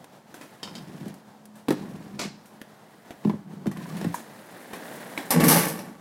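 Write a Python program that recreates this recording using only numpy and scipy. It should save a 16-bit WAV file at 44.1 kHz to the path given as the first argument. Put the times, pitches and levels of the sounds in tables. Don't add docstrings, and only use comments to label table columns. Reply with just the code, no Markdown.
import sys
import numpy as np
from scipy import signal
from scipy.fft import rfft, irfft
from scipy.io import wavfile

SR = 44100
rng = np.random.default_rng(int(sys.argv[2]) if len(sys.argv) > 2 else 0)


def file_out(sig):
    cols = np.atleast_2d(sig).T
    lim = np.clip(cols, -1, 1)
    pcm = np.round(lim * 32767).astype(np.int16)
    wavfile.write(sys.argv[1], SR, pcm)


N = 264688
TIME = np.arange(N) / SR


def amp(db):
    return 10 ** (np.asarray(db) / 20)


def unit(x):
    return x / np.sqrt(np.mean(x ** 2) + 1e-20)


def read(points, hz):
    f, value = np.transpose(points)
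    return np.interp(np.log(hz + 1), np.log(f + 1), value)


def fader(rows):
    return amp(np.interp(TIME, *np.transpose(rows)))


def held(start, end, attack_s, fade_db_per_s):
    return np.clip((TIME - start) / attack_s, 0, 1) * amp(-fade_db_per_s * np.maximum(TIME - end, 0))


def add(mix, s, sound):
    part = mix[max(round(s * SR), 0):][:len(sound)]
    part += sound[:len(part)]


def colour(x, spectrum, peaks=(), ripple_db=0):
    hz = np.fft.rfftfreq(len(x), 1 / SR) + 1
    octaves_out = abs(np.log2(hz / np.clip(hz, spectrum[0][0], spectrum[-1][0])))
    db = read(spectrum, hz) - 20 * octaves_out
    mode_hz = np.arange(500, 16000, 75)
    db += ripple_db * np.interp(hz, mode_hz, rng.standard_normal(len(mode_hz)), left=0)
    for centre, width, peak_db in peaks:
        db += peak_db / (1 + (2 * (hz - centre) / width) ** 2)
    return unit(irfft(rfft(x) * amp(db), len(x)))


def grains(per_s, spread_db):
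    size = amp(spread_db * np.minimum(rng.exponential(1, N), 4))
    return size * rng.standard_normal(N) * (rng.random(N) < per_s / SR)


def waver(hz, depth_db):
    slow = np.fft.rfftfreq(N, 1 / SR) < hz
    return amp(depth_db * unit(irfft(rfft(rng.standard_normal(N)) * slow, N)))


def strike(spectra, dbs, t60, rise_s, crack, crack_s, bass_ring=1, peaks=()):
    t = TIME[:2 ** 15]
    out = np.zeros(len(t))
    attack = (1 + crack * np.exp(-t / crack_s)) * (1 - np.exp(-t / rise_s))
    for spectrum, db, share in zip(spectra, dbs, (bass_ring, 1, 1)):
        fade = attack * amp(db - 60 * t / max(t60 * share, .005))
        modes = fade * colour(rng.standard_normal(len(t)), spectrum, peaks, ripple_db=3.5)
        out += unit(modes) * np.sqrt(np.mean(fade ** 2))
    return out


def ring(blows, modes, rise_s):
    out, t = np.zeros(N), TIME[:2 ** 14]
    for s, db, hz, t60 in blows:
        tone = np.zeros(len(t))
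        for k, (ratio, mode_db, share) in enumerate(modes):
            fade = amp(db + mode_db - 60 * t / (t60 * share))
            tone += (-1) ** k * fade * np.sin(2 * np.pi * hz * ratio * t)
        add(out, s, tone * (1 - np.exp(-t / rise_s)))
    return out


# f/Hz, level/dB
ROAD_EQ = [(15, -58), (25, -43), (59, -26), (135, -2.5), (213, -0.5), (326, -7.5), (450, -7.5), (879, -7),
           (1150, -13), (1720, -17), (2630, -25), (3260, -24), (9270, -31), (15000, -34.5)]
# t/s, level/dB
ENGINE_FADER = [(0, -59.5), (1, -64), (1.45, -49), (2.7, -54.5), (3.1, -72), (6, -63)]

def traffic(engine_hz=212.3):
    wash = amp(-52) * colour(rng.standard_normal(N), ROAD_EQ) * waver(hz=9.8, depth_db=-2.2)
    hum = fader(ENGINE_FADER) * np.sin(2 * np.pi * engine_hz * TIME) * waver(hz=10, depth_db=0.5)
    return wash + hum


# f/Hz, t60/s
PARK_DECAY = [(150, 0.3), (1000, 0.3), (5000, 0.52), (14000, 0.098)]

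def park_echoes(x, echoes_per_s=1500, predelay_s=0.012):
    n = 2 ** 15
    taps = rng.standard_normal(n) * (rng.random(n) < echoes_per_s / SR) * (TIME[:n] > predelay_s)
    hz, t, bands = signal.stft(taps, SR, nperseg=256)
    tail = signal.istft(bands * amp(-60 * t / read(PARK_DECAY, hz)[:, None]), SR, nperseg=256)[1]
    return signal.fftconvolve(x, tail / np.linalg.norm(tail))[:N]


# f/Hz, level/dB
DRUM_EQ = [(30, -20), (80, -22.5), (120, -11), (170, 1), (230, -2.5), (330, -5.5), (500, -18), (1000, -23),
           (2500, -47)]
RATTLE_EQ = [(250, -25), (450, -13.5), (650, -1.5), (850, -1), (1300, -6.5), (2200, -10), (4000, -25.5),
             (9000, -25)]
# f/Hz, width/Hz, boost/dB
FAR_PANEL_PEAKS = [(147, 47, 4.5), (168.7, 2.2, 0.5), (199, 10.5, 8.5)]
# start t/s, end t/s, entry level/dB, exit level/dB, deck mode f/Hz
DECK_RIDES = [(0.626, 1.103, -49, -43, 97), (1.76, 2.329, -39, -49.5, 89), (3.298, 4.057, -51, -37, 165)]

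def far_decks(mode_width_hz=31, mode_boost_db=6.5):
    out = np.zeros(N)
    rattle = colour(grains(per_s=900, spread_db=0.5), RATTLE_EQ, ripple_db=5.5)
    for start, end, entry_db, exit_db, deck_hz in DECK_RIDES:
        peaks = FAR_PANEL_PEAKS + [(deck_hz, mode_width_hz, mode_boost_db)]
        drum = colour(grains(per_s=2000, spread_db=1.0), DRUM_EQ, peaks)
        riding = held(start, end, attack_s=0.041, fade_db_per_s=192)
        out += fader([(start, entry_db), (end, exit_db)]) * riding * (amp(3) * drum + amp(-18) * rattle)
    return out


# f/Hz, level/dB
BODY_EQ = [(60, -37), (180, 9), (500, 3), (950, 2), (1800, -5), (3500, -13.5)]
CLANG_EQ = [(1100, -27), (2200, 6.5), (3300, 3), (5200, 6), (7000, -4.5), (11000, -15)]

def clatter(hits, sizzle_eq, peaks, body_db, sizzle_db, rise_s, chatter_db):
    out = np.zeros(N)
    layers = (BODY_EQ, CLANG_EQ, sizzle_eq)
    for s, db, bright_db, t60 in hits:
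        dbs = (db + body_db - bright_db, db, db + sizzle_db + bright_db)
        add(out, s, strike(layers, dbs, t60, rise_s, crack=0.14, crack_s=0.005, peaks=peaks))
    return out * waver(hz=240, depth_db=chatter_db)


# f/Hz, level/dB
FAR_SIZZLE_EQ = [(4500, -19), (7000, 0), (9500, -6.5), (12500, -12), (16000, -27)]
# f/Hz, width/Hz, boost/dB
FAR_STEEL_PEAKS = [(970, 48, 5), (2200, 130, 1), (3120, 300, 13), (3730, 140, 14), (4600, 300, 10.5),
                   (5120, 280, 9.5)]
# t/s, level/dB, brightness/dB, t60/s
FAR_HITS = [(.63, -29.5, -0.5, 0.11), (.674, -43, -9, .1), (.752, -36.5, 1, .092), (.781, -44, -2, 0.072)]

def far_plate():
    return amp(-2) * clatter(FAR_HITS, FAR_SIZZLE_EQ, FAR_STEEL_PEAKS,
                             body_db=-3.5, sizzle_db=-9.5, rise_s=0.00044, chatter_db=1.0)


def skid(start_s=2.19, slip_every_s=0.019, loss_db=4, t60=0.15):
    slips = [(start_s + k * slip_every_s, -28 - k * loss_db, 0, t60) for k in range(4)]
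    return clatter(slips, FAR_SIZZLE_EQ, (), body_db=0.5, sizzle_db=-8.5, rise_s=0.0035, chatter_db=1.5)


# ratio to main mode, level/dB, share of ring time
PLYWOOD_MODES = [(.54, -11, 1.17), (0.761, -7, 1.5), (1.002, 1.5, 1.25), (1.27, -2, 0.71),
                 (1.658, -8, 1.42), (2.05, -7.5, 0.4), (2.9, -25, 1.3), (4.1, -11.5, 0.2)]
# t/s, thump level/dB, main mode f/Hz, panel t60/s, clack level/dB, clack brightness/dB
LANDINGS = [(1.006, -28, 173, 0.11, -53, -6), (1.058, -28.5, 202, 0.15, -51, -2),
            (1.684, -12, 267.7, 0.068, -29, -6.5), (1.7055, -7, 306, 0.044, -26.5, -6.5),
            (1.724, -18, 241, 0.088, -38, -4), (2.249, -26, 206, 0.1, -55, -5),
            (3.249, -13.5, 211.3, 0.18, -40.5, -12), (3.273, -12, 203.6, 0.066, -48, -8),
            (3.296, -22, 191.5, 0.16, -38.5, -14.5), (3.336, -18, 211, 0.062, -58, -17),
            (3.533, -31.5, 213, 0.083, -57.5, -6), (3.658, -20, 285, 0.055, -44.5, -12),
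            (3.668, -11.5, 200, 0.069, -37.5, -4), (4.044, -18.5, 181, 0.094, -33.5, -9),
            (4.061, -15.5, 173.6, 0.11, -56, -8)]

def plywood_thumps(low_cut_hz=95):
    panels = ring([row[:4] for row in LANDINGS], PLYWOOD_MODES, rise_s=0.00092)
    low_cut = signal.butter(3, low_cut_hz, "highpass", fs=SR, output="sos")
    return amp(-3.5) * signal.sosfilt(low_cut, panels)


# ratio to main mode, level/dB, share of ring time
FRAME_MODES = [(1, 2, 0.94), (1.2, -18, 0.44), (1.72, -9.5, 1), (2.08, -41, 1), (2.35, -22, 1)]
# t/s, level/dB, main mode f/Hz, t60/s
FRAME_JOLTS = [(2.616, -34, 1750, 0.022), (3.298, -29.5, 995, 0.051), (4.045, -37, 1610, 0.03),
               (4.1435, -17, 957, 0.028), (4.734, -45, 1680, .04), (5.177, -14.5, 2260, 0.012)]

def wheel_frames(wobble_s=3.718, turn_s=0.046, knock_hz=1137, t60=0.074):
    wobble = [(wobble_s + k * turn_s, -40.5, knock_hz * rng.uniform(0.87, 1.05), t60) for k in range(5)]
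    return ring(FRAME_JOLTS + wobble, FRAME_MODES, rise_s=0.00049)


# f/Hz, level/dB
KNOCK_EQ = [(120, -40), (280, 6.5), (430, -6.5), (600, -4), (1000, -8.5), (1500, -24.5), (3000, -45)]
CLACK_EQ = [(700, -14), (1600, 13.5), (2400, 6.5), (3500, 4), (6000, -5), (10000, -25.5)]
TICK_EQ = [(3000, -10), (6000, -2), (10000, 0), (13000, -2.5), (16000, -11)]
# t/s, level/dB, brightness/dB, t60/s
STEPS = [(.043, -45, -1, 0.033), (.342, -43, -2.5, .22), (.412, -44, -3.5, 0.28), (1.081, -47, 1.5, 0.065),
         (1.141, -51.5, 3.5, 0.058), (1.455, -51.5, 7.5, 0.04), (1.555, -55.5, 2.5, 0.32),
         (2.457, -56, 4, 0.2), (2.615, -38, -5, 0.046), (3.107, -41, -9, .093), (3.714, -42, -3, 0.12),
         (3.771, -42, -5, 0.068), (3.968, -41.5, -2.5, 0.27), (4.013, -34.5, -8, 0.049),
         (4.142, -43.5, 9, 0.25), (4.733, -36, -5, 0.19), (5.176, -33.5, -5.5, 0.21)]

def skate_clacks(landing_t60=0.079):
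    out = np.zeros(N)
    layers = (KNOCK_EQ, CLACK_EQ, TICK_EQ)
    landings = [(s, db, bright_db, landing_t60) for s, *_, db, bright_db in LANDINGS]
    for s, db, bright_db, t60 in STEPS + landings:
        dbs = (db - bright_db, db, db + bright_db)
        add(out, s, strike(layers, dbs, t60, rise_s=0.00018, crack=0.89, crack_s=0.0016, bass_ring=1.09))
    return amp(-4.5) * out


# f/Hz, level/dB
ROAR_EQ = [(50, -53), (110, -15.5), (190, 0.5), (330, -5.5), (600, -4), (950, -9.5), (1300, -15),
           (1900, -12.5), (2600, -21), (4000, -22)]
GRIT_EQ = [(1500, -22), (2400, 6), (3600, 1.5), (5500, 0.5), (8000, -5), (12000, -14)]
BEARING_EQ = [(4500, -11.5), (7000, -5.5), (10300, -3.5), (13000, -5), (16000, -8)]
# f/Hz, width/Hz, boost/dB
WHIRR_PEAKS = [(1680, 400, 4.5), (10000, 1100, 2.5)]
# t/s, distance from the microphone/m
SKATER_PATH = [(0, 13), (1.3, 8.1), (2.5, 18.8), (3.3, 8.2), (4.0, 4.9), (4.5, 4), (4.9, 1.8), (5.3, 2.04),
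               (6.0, 6.9)]
# start t/s, end t/s, load level/dB, extra grit/dB
WHEELS_DOWN = [(-.05, .34, -7.5, 6.5), (0.324, 0.63, 1, -0.5), (0.615, 1.09, 2, 3), (1.7, 2.21, 4, 3.5),
               (2.414, 3.285, 0, -4), (3.744, 4.196, 3, 2.5), (4.2, 5.306, -0.5, -3),
               (5.837, 6.05, -10, -21)]

def wheels_on_asphalt():
    distance = np.interp(TIME, *np.transpose(SKATER_PATH))
    load, grinding = np.zeros((2, N))
    for start, end, load_db, grit_db in WHEELS_DOWN:
        contact = amp(load_db) * held(start, end, attack_s=0.028, fade_db_per_s=108)
        load = np.maximum(load, contact)
        grinding = np.maximum(grinding, amp(grit_db) * contact)
    roar = colour(grains(per_s=6000, spread_db=-0.7), ROAR_EQ, WHIRR_PEAKS)
    roar *= waver(hz=42, depth_db=1.1) * load / distance
    grit = colour(grains(per_s=3500, spread_db=-2.2), GRIT_EQ, ripple_db=1.0)
    grit *= waver(hz=44.8, depth_db=3.0) * grinding / distance ** 0.75
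    hiss = colour(rng.standard_normal(N), BEARING_EQ, WHIRR_PEAKS, ripple_db=0.8)
    hiss *= waver(hz=45, depth_db=1.66) * load / distance ** 1.07
    return amp(-35) * roar + amp(-53.5) * grit + amp(-45.5) * hiss


# f/Hz, level/dB
NEAR_SIZZLE_EQ = [(4500, -17), (7700, -3), (9000, 0.5), (11500, 4), (13300, 1), (16000, -16)]
# f/Hz, width/Hz, boost/dB
NEAR_STEEL_PEAKS = [(640, 40, -2), (846, 83, 11.5), (5830, 670, 4.5), (7870, 120, 7.5), (9400, 40, -9),
                    (10400, 40, 6), (11100, 57, 1), (11900, 40, 2), (12620, 46, 9)]
# t/s, level/dB, brightness/dB, t60/s
NEAR_HITS = [(5.305, -21, 3, 0.16), (5.401, -28.5, -2.5, 0.14), (5.438, -26.5, 3, 0.21),
             (5.482, -21, 5, 0.49), (5.507, -22, -0.5, 0.31), (5.564, -28, -1.5, 0.44),
             (5.682, -37.5, 6.5, 0.18), (5.789, -39.5, -3.5, 0.13)]

def near_plate():
    return amp(-3.5) * clatter(NEAR_HITS, NEAR_SIZZLE_EQ, NEAR_STEEL_PEAKS,
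                               body_db=4.5, sizzle_db=3, rise_s=0.0013, chatter_db=0.86)


# f/Hz, width/Hz, boost/dB
NEAR_PANEL_PEAKS = [(173, 38, 8.5), (242.3, 17, 10.5), (320, 33, 6.5), (457.5, 41, 15), (540, 72, 7),
                    (800, 28, -0.5), (1146, 20, 10.5)]
# f/Hz, level/dB
SCRAPE_EQ = [(1500, 6), (2500, -0.5), (4500, -12), (6000, -5), (9000, -7), (11500, 1.5), (13500, -4),
             (16000, -8)]

def near_ramp(entry_s=5.31, brake_s=5.38):
    drum = colour(grains(per_s=3500, spread_db=2.0), DRUM_EQ, NEAR_PANEL_PEAKS)
    drum *= held(entry_s, entry_s + 0.137, attack_s=0.1, fade_db_per_s=63)
    rattle = colour(grains(per_s=2500, spread_db=2.8), RATTLE_EQ, NEAR_PANEL_PEAKS, ripple_db=3.5)
    rattle *= held(entry_s, entry_s + 0.2569, attack_s=0.0069, fade_db_per_s=73)
    scrape = colour(grains(per_s=15000, spread_db=7.0), SCRAPE_EQ, ripple_db=3.5)
    scrape *= held(brake_s, brake_s + 0.22, attack_s=0.11, fade_db_per_s=135)
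    return amp(-16) * drum + amp(-26.5) * rattle + amp(-26) * scrape


def scene():
    impacts = plywood_thumps() + wheel_frames() + skate_clacks() + far_plate() + skid() + near_plate()
    echoes = amp(-14) * park_echoes(impacts)
    rolling = wheels_on_asphalt() + far_decks() + near_ramp()
    return (impacts + echoes + rolling + traffic())[None]


def record(dry, low_cut_hz=45, high_cut_hz=15950):
    thinned = signal.sosfilt(signal.butter(1, low_cut_hz, "highpass", fs=SR, output="sos"), dry)
    high_cut = signal.firwin(511, high_cut_hz, window=("kaiser", 9), fs=SR)
    return signal.oaconvolve(thinned, high_cut[None], "same")


dry = scene()
out = record(dry)
file_out(out)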